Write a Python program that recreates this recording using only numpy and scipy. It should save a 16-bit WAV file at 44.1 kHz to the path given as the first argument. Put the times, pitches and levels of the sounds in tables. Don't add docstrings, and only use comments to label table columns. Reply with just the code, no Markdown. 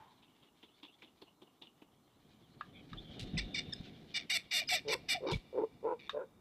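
import sys
import numpy as np
from scipy import signal
from scipy.fft import rfft, irfft
from scipy.io import wavfile
from scipy.ndimage import uniform_filter1d, map_coordinates

SR = 44100
rng = np.random.default_rng(int(sys.argv[2]) if len(sys.argv) > 2 else 0)


def unload_wav(signal):
    wavfile.write(
        sys.argv[1],
        SR,
        np.round(np.clip(np.atleast_2d(signal).T, -1, 1) * 32767).astype(np.int16),
    )


N = 282319
T = np.arange(N) / SR
FILTER_SIZE = 16384
FREQS = np.maximum(np.arange(FILTER_SIZE // 2 + 1) * SR / FILTER_SIZE, 1)

# (time [s], length [s], squeak pitch [Hz], break time constant [s], level [dB], growth over call [dB],
# mid-call arch [dB], roughness [factor], end drop [dB], rasp trail decay [s], highest overtone [Hz])
SQUAWKS = [(3.37, 0.029, 1038, 0.061, -36, -0.5, 1.5, 2.6, -4, 0.017, 8700),
           (3.538, 0.057, 1253, 0.022, -37.5, -4.5, -9, 0.79, -9.5, 0.018, 9100),
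           (3.717, 0.019, 1870, 0.038, -43.5, 17.5, 1.5, 0, -6, 0.002, 8700),
           (4.135, 0.046, 1288, 0.021, -37, 9, 3.5, 1.17, -7.5, 0.027, 9300),
           (4.292, 0.081, 1178, 0.013, -33, 0, -3, 0.85, -15, 0.026, 12900),
           (4.504, 0.096, 1297, 0.017, -34, 6, 5, 1.04, 0.5, 0.021, 12900),
           (4.681, 0.074, 1730, 0.017, -33, 4.5, 1, 0.8, 1.5, 0.021, 13000),
           (4.873, 0.069, 1930, 0.016, -38, 14.5, 2, 0.88, -14, .007, 12900),
           (5.08, 0.056, 836, 0.0089, -33.5, 6, 4.5, 1, 0, 0.019, 13000),
           (5.261, 0.055, 776, 0.02, -47, 0, 0, 0.8, -10, 0.011, 5800),
           (5.323, 0.021, 1216, 0.056, -40.5, 2.5, -4, 0.07, -13, 0.0039, 4200),
           (5.987, 0.095, 753, 0.0064, -60, -4, -5, 1.28, -14, 0.0043, 4460)]
# (frequency [Hz], width [Hz], level [dB])
THROAT = [(669, 160, -14.5), (1380, 320, -18), (1986, 220, -2), (2325, 80, 10), (2841, 113, 1.5),
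          (3658, 153, 5.5), (4356, 236, -1.5), (4940, 300, -1.5), (5700, 290, -4), (6334, 110, -9),
          (7720, 320, -9.5), (8180, 290, -15.5), (9150, 240, -17.5), (11300, 600, -21.5),
          (11960, 240, -18.5)]
# (time [s], length [s], first pitch [Hz], last pitch [Hz], level [dB])
SQUEAKS = [(3.371, 0.0037, 2520, 2440, -38), (4.673, 0.027, 5090, 4750, -40),
           (4.878, .014, 5220, 4800, -46)]
# (time [s], length before ring-out [s], mean pitch [Hz], level [dB])
HOOTS = [(4.606, 0.032, 632, -54.5), (4.712, 0.042, 689, -38), (5.146, 0.033, 692, -41)]
# (time [s], length [s], slack pulse rate [Hz], lowest resonance [Hz], its glide over the call [Hz],
# level [dB], rise [s], pressed second resonance [dB], press centre [share of length],
# press width [share of length], third resonance re second [dB], pressed sag of lowest [Hz], unevenness [factor])
CROAKS = [(4.849, 0.11, 144, 440, 48, -40, 0.025, -5.5, 0.75, 0.23, -5.5, 9, 0.87),
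          (5.205, 0.13, 139.2, 510, -47, -37.5, 0.04, -5.5, 0.73, 0.23, -6.5, 126, 2),
          (5.527, .12, 125.1, 468.4, -7.5, -32.5, 0.048, -13.5, 0.7, .24, -17, 49, 1.1),
          (5.827, 0.1153, 132.8, 465.4, 4.5, -33.5, 0.02, -6.5, .62, .4, -13, 5.6, 0.76),
          (6.131, 0.11, 137.4, 512, -14, -37, 0.011, -15.5, 0.74, .34, 0, 8.2, 0.96)]
# (multiple of lowest [ratio], decay [s])
POUCH = [(0.999, 0.0013), (1.96, 0.001128), (2.9, 0.00093), (4.8, 0.00032)]
# (time [s], relative level [dB], upper rings re lower [dB before scaling])
CLACKS = [(2.6095, -32, -19), (2.931, -41, -4.5), (6.094, -32, 2.5)]
# (frequency [Hz], width [Hz], level [dB])
BILL_LOW = [(1208, 95, 7), (1703, 155, -1), (2530, 400, -17)]
# (frequency [Hz], width [Hz], level [dB])
BILL_TOP = [(2780, 1520, -6), (3680, 170, 8), (4600, 1040, -11.5)]
# (time [s], relative swish [dB], puff [dB], decay [s], relative crack [dB])
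STROKES = [(0.222, -54, -73, 0.016, -57), (0.421, -57.5, -61.5, 0.021, -74),
           (0.627, -49.5, -58, 0.016, -44.5), (0.826, -44.5, -58, 0.022, -60),
           (1.019, -51.5, -59, 0.028, -39.5), (1.215, -48.5, -50.5, 0.0089, -46.5),
           (1.414, -53.5, -53, 0.012, -82), (1.614, -47, -57, 0.023, -66), (1.816, -61, -54, 0.0079, -48)]
# (frequency [Hz], relative level [dB])
FEATHER = [(400, -36), (900, 4), (1500, -14.5), (2400, 3), (3500, 13.5), (4500, -6.5), (6200, -20),
           (13000, -57)]
# (frequency [Hz], relative level [dB])
PUFF = [(30, -46), (150, -3.5), (290, 11.5), (500, -2), (1000, -4.5), (2500, -33)]
# (time [s], relative rustle [dB], decay [s], relative tick [dB])
BRUSHES = [(3.192, -38.5, 0.027, -53), (5.31, -33.5, 0.025, -43.5)]
# (frequency [Hz], relative level [dB])
TWIGS = [(900, -33.5), (2100, -4), (3900, 3), (5500, -9.5), (8500, -17.5), (12500, -28), (15000, -40)]
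# (time [s], length [s], first ring [Hz], last ring [Hz], level [dB])
HISSES = [(0.704, 0.078, 3300, 3620, -71.5), (0.92, 0.038, 3340, 3480, -66),
          (2.731, 0.083, 3500, 3130, -62.5), (2.738, 0.077, 2304, 2370, -61.5),
          (2.97, 0.037, 3300, 3580, -50.5), (2.996, 0.23, 3410, 3016, -61.5)]
# (frequency [Hz], width [Hz], level [dB])
WASH = [(2850, 100, -6.5), (3620, 210, 0)]
# (time [s], length [s], nominal rocking rate [Hz], level [dB])
GUSTS = [(2.916, 0.041, 169.4, -48.5), (3.22, 0.022, 105, -42), (3.334, 0.047, 154.3, -37),
         (3.683, 0.013, 171, -43), (3.8, 0.0126, 150, -42), (5.321, 0.025, 146.7, -35.5),
         (5.352, 0.017, 72, -37)]
# (time [s], churned air before AIR_OFFSET_DB [dB], twigs and twitter before TWIG_OFFSET_DB [dB])
STIR = [(0.0, -73, -77), (0.86, -86, -76.5), (1.21, -78, -79.5), (1.69, -80, -83.5), (2.64, -66, -71.5),
        (3.17, -54, -64.5), (3.53, -56, -62.5), (3.85, -57, -62.5), (4.47, -68.5, -71), (4.71, -61, -70),
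        (5.11, -62.5, -79), (6.4, -71, -91.5)]
# (frequency [Hz], relative level [dB])
AIR = [(15, -30), (25, -9.5), (151, 2), (243, 1.5), (450, -8), (630, -14.5), (730, -10.5), (909, -28),
       (2000, -26.5), (2600, -55.5), (4400, -120)]
# (frequency [Hz], relative level [dB])
RUSTLE = [(820, -29), (1400, -11), (2090, -9), (2270, -3), (2550, -14), (2820, -6), (3640, -3.5),
          (4770, -15), (5500, -18.5), (8000, -34), (10400, -84)]
# (frequency [Hz], relative level [dB])
WOOD = [(18, -39.5), (30, -21.5), (301, 2), (503, -8), (757, -5.5), (1230, -7.5), (1590, -20),
        (3430, -27.5), (6030, -22.5), (13700, -25.5)]

SQUEAK_ROUGH = .14
SQUAWK_ATTACK_S, SQUAWK_RELEASE_S = 0.0092, 0.0021
DOUBLING = 0.71
THROAT_SAG = 0.02
RASP_HZ, RASP_SAG_HZ_PER_S, RASP_LOWEST_HZ = 815.3, 2200, 573
RATTLE_HZ, RATTLE_BELOW_DB, RATTLE_FULL_DB = 111.9, -36, 8.5
CROAK_ONSET_DB, CROAK_FADE_DB_PER_S, CROAK_RELEASE_S = -13, -40.5, 0.0092
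PRESS_RATE, PRESS_DIP_DB = .33, -4.5
WAKE_HZ, WAKE_DB, WAKE_STRETCH = 41.7, -5.5, 3.34
AIR_OFFSET_DB, TWIG_OFFSET_DB, WOOD_DB = 3, -1.5, -72.5
TOP_HZ = 15200


def undb(db):
    return 10 ** (np.asarray(db) / 20)


def unit(x):
    return x / np.sqrt(np.mean(x ** 2) + 1e-20)


def shape(x, gain):
    cepstrum = irfft(np.log(gain + 1e-6))
    cepstrum[1:FILTER_SIZE // 2] *= 2
    cepstrum[FILTER_SIZE // 2:] = 0
    response = irfft(np.exp(rfft(cepstrum)))[:4096]
    return signal.oaconvolve(x, response)[:len(x)]


def slope(points):
    hz, db = np.transpose(points)
    return undb(np.interp(np.log(FREQS), np.log(hz), db))


def rings(modes):
    power = sum((undb(db) / (1 + 2 * ((FREQS - hz) / width) ** 2)) ** 2 for hz, width, db in modes)
    return np.sqrt(power)


def noise(gain):
    return unit(shape(rng.standard_normal(N), gain))


def walk(rate_hz, size=N):
    steps = np.arange(size) * rate_hz / SR
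    return map_coordinates(rng.standard_normal(int(steps[-1]) + 3), [steps], order=2, mode="nearest")


def burst(start_s, rise_s, decay_s):
    age = np.maximum(T - start_s, 0)
    return np.minimum(age / rise_s, 1) * np.exp(-np.clip((age - rise_s) / decay_s, 0, 20))


def swell(start_s, length_s):
    return np.sin(np.pi * np.clip((T - start_s) / length_s, 0, 1))


def call(start_s, length_s, tail_s):
    span = np.arange(int(start_s * SR), min(int((start_s + length_s + tail_s) * SR), N))
    age = (span - span[0]) / SR
    return span, age, np.minimum(age / length_s, 1)


def glide_phase(first_hz, last_hz, gone):
    return 2 * np.pi * np.cumsum(first_hz + (last_hz - first_hz) * gone) / SR


def highpass(x, order, hz):
    return signal.sosfiltfilt(signal.butter(order, hz, "high", fs=SR, output="sos"), x)


def sung(voice, loudness, size=500):
    power = np.maximum(uniform_filter1d(voice ** 2, size), 0)
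    return voice * loudness / np.sqrt(power + 1e-4 * power.max())


def squawks(jitter=0.0868, shimmer_db=-0.5, shimmer_rate_hz=420, bright_power=2.0, gape_db=5, shut_db=-5):
    rasp, jitter_rate_hz, flex_s, flex_rate_hz = .3, 750, .00021, 55
    smear, detune, recolour_db, rattle_depth = .11, .008, .8, .8
    voice, loudness, sag_s, bill_db = np.zeros((4, N))
    k = np.arange(1, 24)[:, None]
    for (start, length, squeak_hz, break_s, db, growth_db, arch_db,
         roughness, drop_db, trail_s, highest_hz) in SQUAWKS:
        span, age, gone = call(start, length, 2 * (trail_s + SQUAWK_RELEASE_S))
        size = len(span)
        squeak = np.exp(-(age / break_s) ** 2)
        rasp_hz = np.maximum(RASP_HZ - RASP_SAG_HZ_PER_S * age, RASP_LOWEST_HZ)
        hz = squeak * squeak_hz + (1 - squeak) * rasp_hz
        smooth = squeak * (1 - SQUEAK_ROUGH) * (age < length)
        rough = np.minimum(roughness * (1 - smooth), 1.3)
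        rough = rough * np.exp(.25 * walk(80, size) + .06)

        after = np.maximum(age - length, 0)
        trail = undb(min(drop_db, 0)) * np.exp(-after / trail_s)
        gate = np.minimum(age / SQUAWK_ATTACK_S, 1) ** 2
        gate *= np.maximum(np.exp(-after / SQUAWK_RELEASE_S), trail)
        gate *= np.minimum((age[-1] - age) / (2 * SQUAWK_RELEASE_S), 1)
        push_db = db + growth_db * (gone - .5) + arch_db * (np.sin(np.pi * gone) - 2 / np.pi)

        hz = hz * np.exp(jitter * rough * walk(jitter_rate_hz, size))
        phase = 2 * np.pi * np.cumsum(hz) / SR
        harmonics = np.cos(k * phase + smear * k ** 2) * (k * hz < highest_hz)
        slaps = unit(harmonics.sum(axis=0) * (1 + DOUBLING * rough * np.cos(phase / 2)))
        air = rasp * rough * (1 + np.cos(phase)) * rng.standard_normal(size)
        source = gate * (slaps + air) * undb(shimmer_db * rough * walk(shimmer_rate_hz, size))

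        holds = rng.standard_normal((len(THROAT), 2))
        held = [(f * (1 + detune * a), width, ring_db + recolour_db * b)
                for (f, width, ring_db), (a, b) in zip(THROAT, holds)]
        voice[span] += shape(source, rings(held))

        below_db = RATTLE_BELOW_DB - push_db - 20 * np.log10(gate + 1e-6)
        weak = np.clip(below_db / RATTLE_FULL_DB, 0, 1) * (1 - squeak)
        rattle_hz = RATTLE_HZ * np.exp(.42 * walk(RATTLE_HZ, size))
        rattle = np.cos(2 * np.pi * np.cumsum(rattle_hz) / SR)
        loudness[span] += gate * undb(push_db) * (1 + rattle_depth * weak * rattle)
        bill_db[span] = gape_db * (np.sin(.7 * np.pi * gone) - .75) + shut_db * np.minimum(after / trail_s, 1)
        sag_s[span] += THROAT_SAG * length * gone * (1 - gone)

    top = highpass(voice, 6, 6800)
    bent = T + sag_s + flex_s * walk(flex_rate_hz)
    throat = map_coordinates(voice - top, [bent * SR], order=3)
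    upper = highpass(throat, 4, 3200)
    effort = (loudness / undb(-34.5)) ** bright_power
    return sung(throat - upper + undb(bill_db) * (upper + effort * top), loudness, size=350)


def squeaks():
    out = np.zeros(N)
    for start, length, first_hz, last_hz, db in SQUEAKS:
        span, _, gone = call(start, length, 0)
        tone = np.sin(glide_phase(first_hz, last_hz, gone))
        out[span] += np.sqrt(2) * undb(db) * np.sin(np.pi * gone) * tone
    return out


def hoots(ring_out=1.88):
    waver, sink, flicker_db = .055, .12, 3.5
    out, drift = np.zeros(N), 1 + waver * walk(260)
    for start, length, hz, db in HOOTS:
        span, _, gone = call(start, ring_out * length, 0)
        bend = drift[span] * (1 + sink * (.5 - gone))
        tone = np.sin(2 * np.pi * hz * np.cumsum(bend) / SR)
        out[span] += np.sqrt(2) * undb(db) * np.sin(np.pi * gone ** 0.5) ** 2 * tone
    return out * undb(flicker_db * walk(200))


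def croaks(jitter=.035, pressed_jitter=0.051, shimmer_db=1.94, pressed_shimmer_db=1.0, waver=0.057,
           breathy_db=-27, slack_db=-20, top_db=-18, linger_db=-17, linger_s=0.011):
    out, ring_age = np.zeros(N), np.arange(int(.06 * SR)) / SR
    for (start, length, rate, throat_hz, glide_hz, level_db, rise_s, second_db,
         press_at, press_width, third_db, sag_hz, uneven) in CROAKS:
        age = 0
        for late, strong, *detune in rng.standard_normal((40, 6)):
            if age > length + 2 * CROAK_RELEASE_S:
                break
            gone = min(age / length, 1)
            press = np.exp(-((gone - press_at) / press_width) ** 2)
            db = level_db + CROAK_ONSET_DB * max(1 - age / rise_s, 0)
            db += CROAK_FADE_DB_PER_S * max(age - rise_s, 0)
            db += (shimmer_db + pressed_shimmer_db * press) * strong
            release = np.exp(-max(age - length + CROAK_RELEASE_S, 0) / CROAK_RELEASE_S)
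            size = 2 * undb(db) * release

            upper_db = slack_db + (second_db - slack_db) * np.sqrt(press)
            gains = undb([PRESS_DIP_DB * press,
                          upper_db,
                          upper_db + third_db + slack_db * (1 - press) / 2,
                          upper_db + third_db / 2 + top_db])
            at = int((start + age) * SR)
            sags = (sag_hz * press, 0, 0, 0)
            for (multiple, decay), gain, off, sag in zip(POUCH, gains, detune, sags):
                hz = multiple * (throat_hz + glide_hz * gone - sag) * (1 + uneven * waver * off)
                envelope = (ring_age / (3 * decay)) ** 3 * np.exp(3 - ring_age / decay)
                onset = np.sin(np.pi / 2 * np.minimum(ring_age / (10 * decay), 1)) ** 2
                envelope += undb(linger_db) * onset * np.exp(-ring_age / linger_s)
                ring = np.cos(2 * np.pi * hz * (ring_age - 3 * decay))
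                out[at:at + len(ring_age)] += size * gain * envelope * ring
            period = np.clip(1 + uneven * (jitter + pressed_jitter * press) * late, .5, 2)
            age += period / (rate * (1 + PRESS_RATE * press))
    breath = noise(rings([(1070, 420, 13.0), (2900, 650, -23.5)]))
    return out + abs(out) * undb(breathy_db) * breath


def bills(rise_s=0.0013, decay_s=0.0032):
    low = sung(noise(rings(BILL_LOW)), 0.82, size=200)
    high = sung(noise(rings(BILL_TOP)), 0.67, size=200)
    out = np.zeros(N)
    for start, db, top_db in CLACKS:
        envelope = burst(start, rise_s, decay_s) + undb(-18.5) * burst(start, 0.0076, 0.02)
        out += undb(db) * envelope * (low + undb(top_db) * high)
    return out


def hisses(change_rate_hz=420, flicker_db=2.5):
    out = np.zeros(N)
    for start, length, first_hz, last_hz, db in HISSES:
        span, _, gone = call(start, length, 0)
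        phase = glide_phase(first_hz, last_hz, gone)
        band = walk(change_rate_hz, len(span)) * np.cos(phase)
        band += walk(change_rate_hz, len(span)) * np.sin(phase)
        out[span] += undb(db) * np.sqrt(np.sin(np.pi * gone)) * band
    return out * undb(flicker_db * walk(180))


def wash(start_s=3.11, length_s=0.77, db=-60, flicker_db=2):
    return noise(rings(WASH)) * swell(start_s, length_s) ** .5 * undb(db + flicker_db * walk(24.9))


def wings(upstroke_s=0.0523, upstroke_db=-11, crackle_db=3, upstroke_puff_db=-11):
    swish, whisper, puff, crack, brush = np.zeros((5, N))
    tunes = rng.standard_normal(len(STROKES))
    for (start, swish_db, puff_db, decay, crack_db), tune in zip(STROKES, tunes):
        up = start + upstroke_s
        swish += undb(swish_db) * burst(start, 0.0078, decay)
        whisper += undb(swish_db + upstroke_db) * burst(up, 0.0082, 0.023)
        up_puff = undb(upstroke_puff_db) * burst(up, 0.017, 0.0052)
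        puff += undb(puff_db) * (burst(start, 0.009, decay) + up_puff)
        snap = noise(rings([(3450 * np.exp(0.26 * tune), 450, 0), (2200, 1500, -10)]))
        crack += undb(crack_db) * burst(start, 0.0037, 0.0098) * snap
    for start, db, decay, tick_db in BRUSHES:
        brush += undb(db) * burst(start, 0.0064, decay)
        brush += undb(tick_db) * burst(start + 0.0012, .001, 0.0017)
    feathers = swish * noise(slope(FEATHER)) + whisper * noise(rings([(2890, 230, 0)]))
    feathers += brush * noise(slope(TWIGS))
    crackle = undb(crackle_db * walk(500) - 8.0)
    return feathers * crackle + crack * undb(-12.5) + puff * noise(slope(PUFF))


def gusts(lumpy_db=0.5, full_wake_s=0.027):
    unsteady = np.exp(.3 * walk(170))
    out = np.zeros(N)
    for start, length, hz, db in GUSTS:
        turns = 2 * np.pi * np.cumsum(unsteady * (T > start)) / SR
        eddy = swell(start, length) ** 0.18 * np.sin(hz * turns)
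        wake = swell(start, WAKE_STRETCH * length) * np.sin(WAKE_HZ * turns)
        wake *= undb(WAKE_DB) * min(length / full_wake_s, 1) ** 2
        out += np.sqrt(2) * undb(db) * (eddy + wake)
    return out * undb(lumpy_db * walk(140))


def stir():
    s, air_db, twig_db = np.transpose(STIR)
    return undb(AIR_OFFSET_DB + np.interp(T, s, air_db)), undb(TWIG_OFFSET_DB + np.interp(T, s, twig_db))


def far_chirps(db=1, hz=3450, spread=0.2, glide=0.099):
    warble, length_s, count = .045, .07, 90
    out, age = np.zeros(N), np.linspace(0, 1, int(length_s * SR))
    for slot, (delay, pitch, bend) in enumerate(rng.standard_normal((count, 3))):
        start = int((slot + abs(delay)) * N / count) % (N - len(age))
        rough = warble * walk(700, len(age))
        track_hz = hz * np.exp(spread * np.tanh(pitch) + glide * bend * age + rough)
        tone = np.sin(2 * np.pi * np.cumsum(track_hz) / SR)
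        out[start:start + len(age)] += np.sin(np.pi * age) * tone
    return out * undb(db) * stir()[1]


def wander(x):
    share, rate_hz = .04, 14
    return map_coordinates(x, [np.cumsum(1 + share * walk(rate_hz))], order=3, mode="mirror")


def roost(twig_flicker_db=3, twig_grain_db=2):
    air_gain, twig_gain = stir()
    air = noise(slope(AIR)) * air_gain * undb(2.4 * walk(28))
    flicker = undb(twig_flicker_db * walk(33) + twig_grain_db * walk(400))
    twigs = wander(noise(slope(RUSTLE))) * twig_gain * flicker
    far_call = noise(rings([(920, 180, 3.0), (1660, 1200, -15.5)]))
    far_call *= undb(-58.5) * burst(0, 0.00056, 0.093)
    return air + twigs + far_call + noise(slope(WOOD)) * undb(WOOD_DB)


def trees(x, near_db=-17, near_s=0.022, far_db=-26, far_s=0.51, thin_hz=1300, far_dull_hz=4300):
    t = T[:2 * SR]
    near, far = (unit(rng.standard_normal(len(t)) * np.exp(-t / decay) * (t > .006)) / np.sqrt(len(t))
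                 for decay in (near_s, far_s))
    far = signal.sosfilt(signal.butter(1, thin_hz, "high", fs=SR, output="sos"), far)
    far = signal.sosfilt(signal.butter(3, far_dull_hz, fs=SR, output="sos"), far)
    echo = undb(near_db) * near + undb(far_db) * far
    return signal.fftconvolve(x, echo)[:N]


def scene(side_db=-22):
    near = squawks() + squeaks() + hoots() + croaks() + bills()
    near += hisses() + wash() + wings()
    echoed = near + far_chirps()
    mid = echoed + trees(echoed) + gusts() + roost()
    side = undb(side_db) * trees(echoed) + undb(-89.5) * rng.standard_normal(N)
    return np.array([mid + side, mid - side])


def record(dry):
    return signal.sosfilt(signal.ellip(8, .2, 70, TOP_HZ, fs=SR, output="sos"), dry)


dry = scene()
out = record(dry)
unload_wav(out)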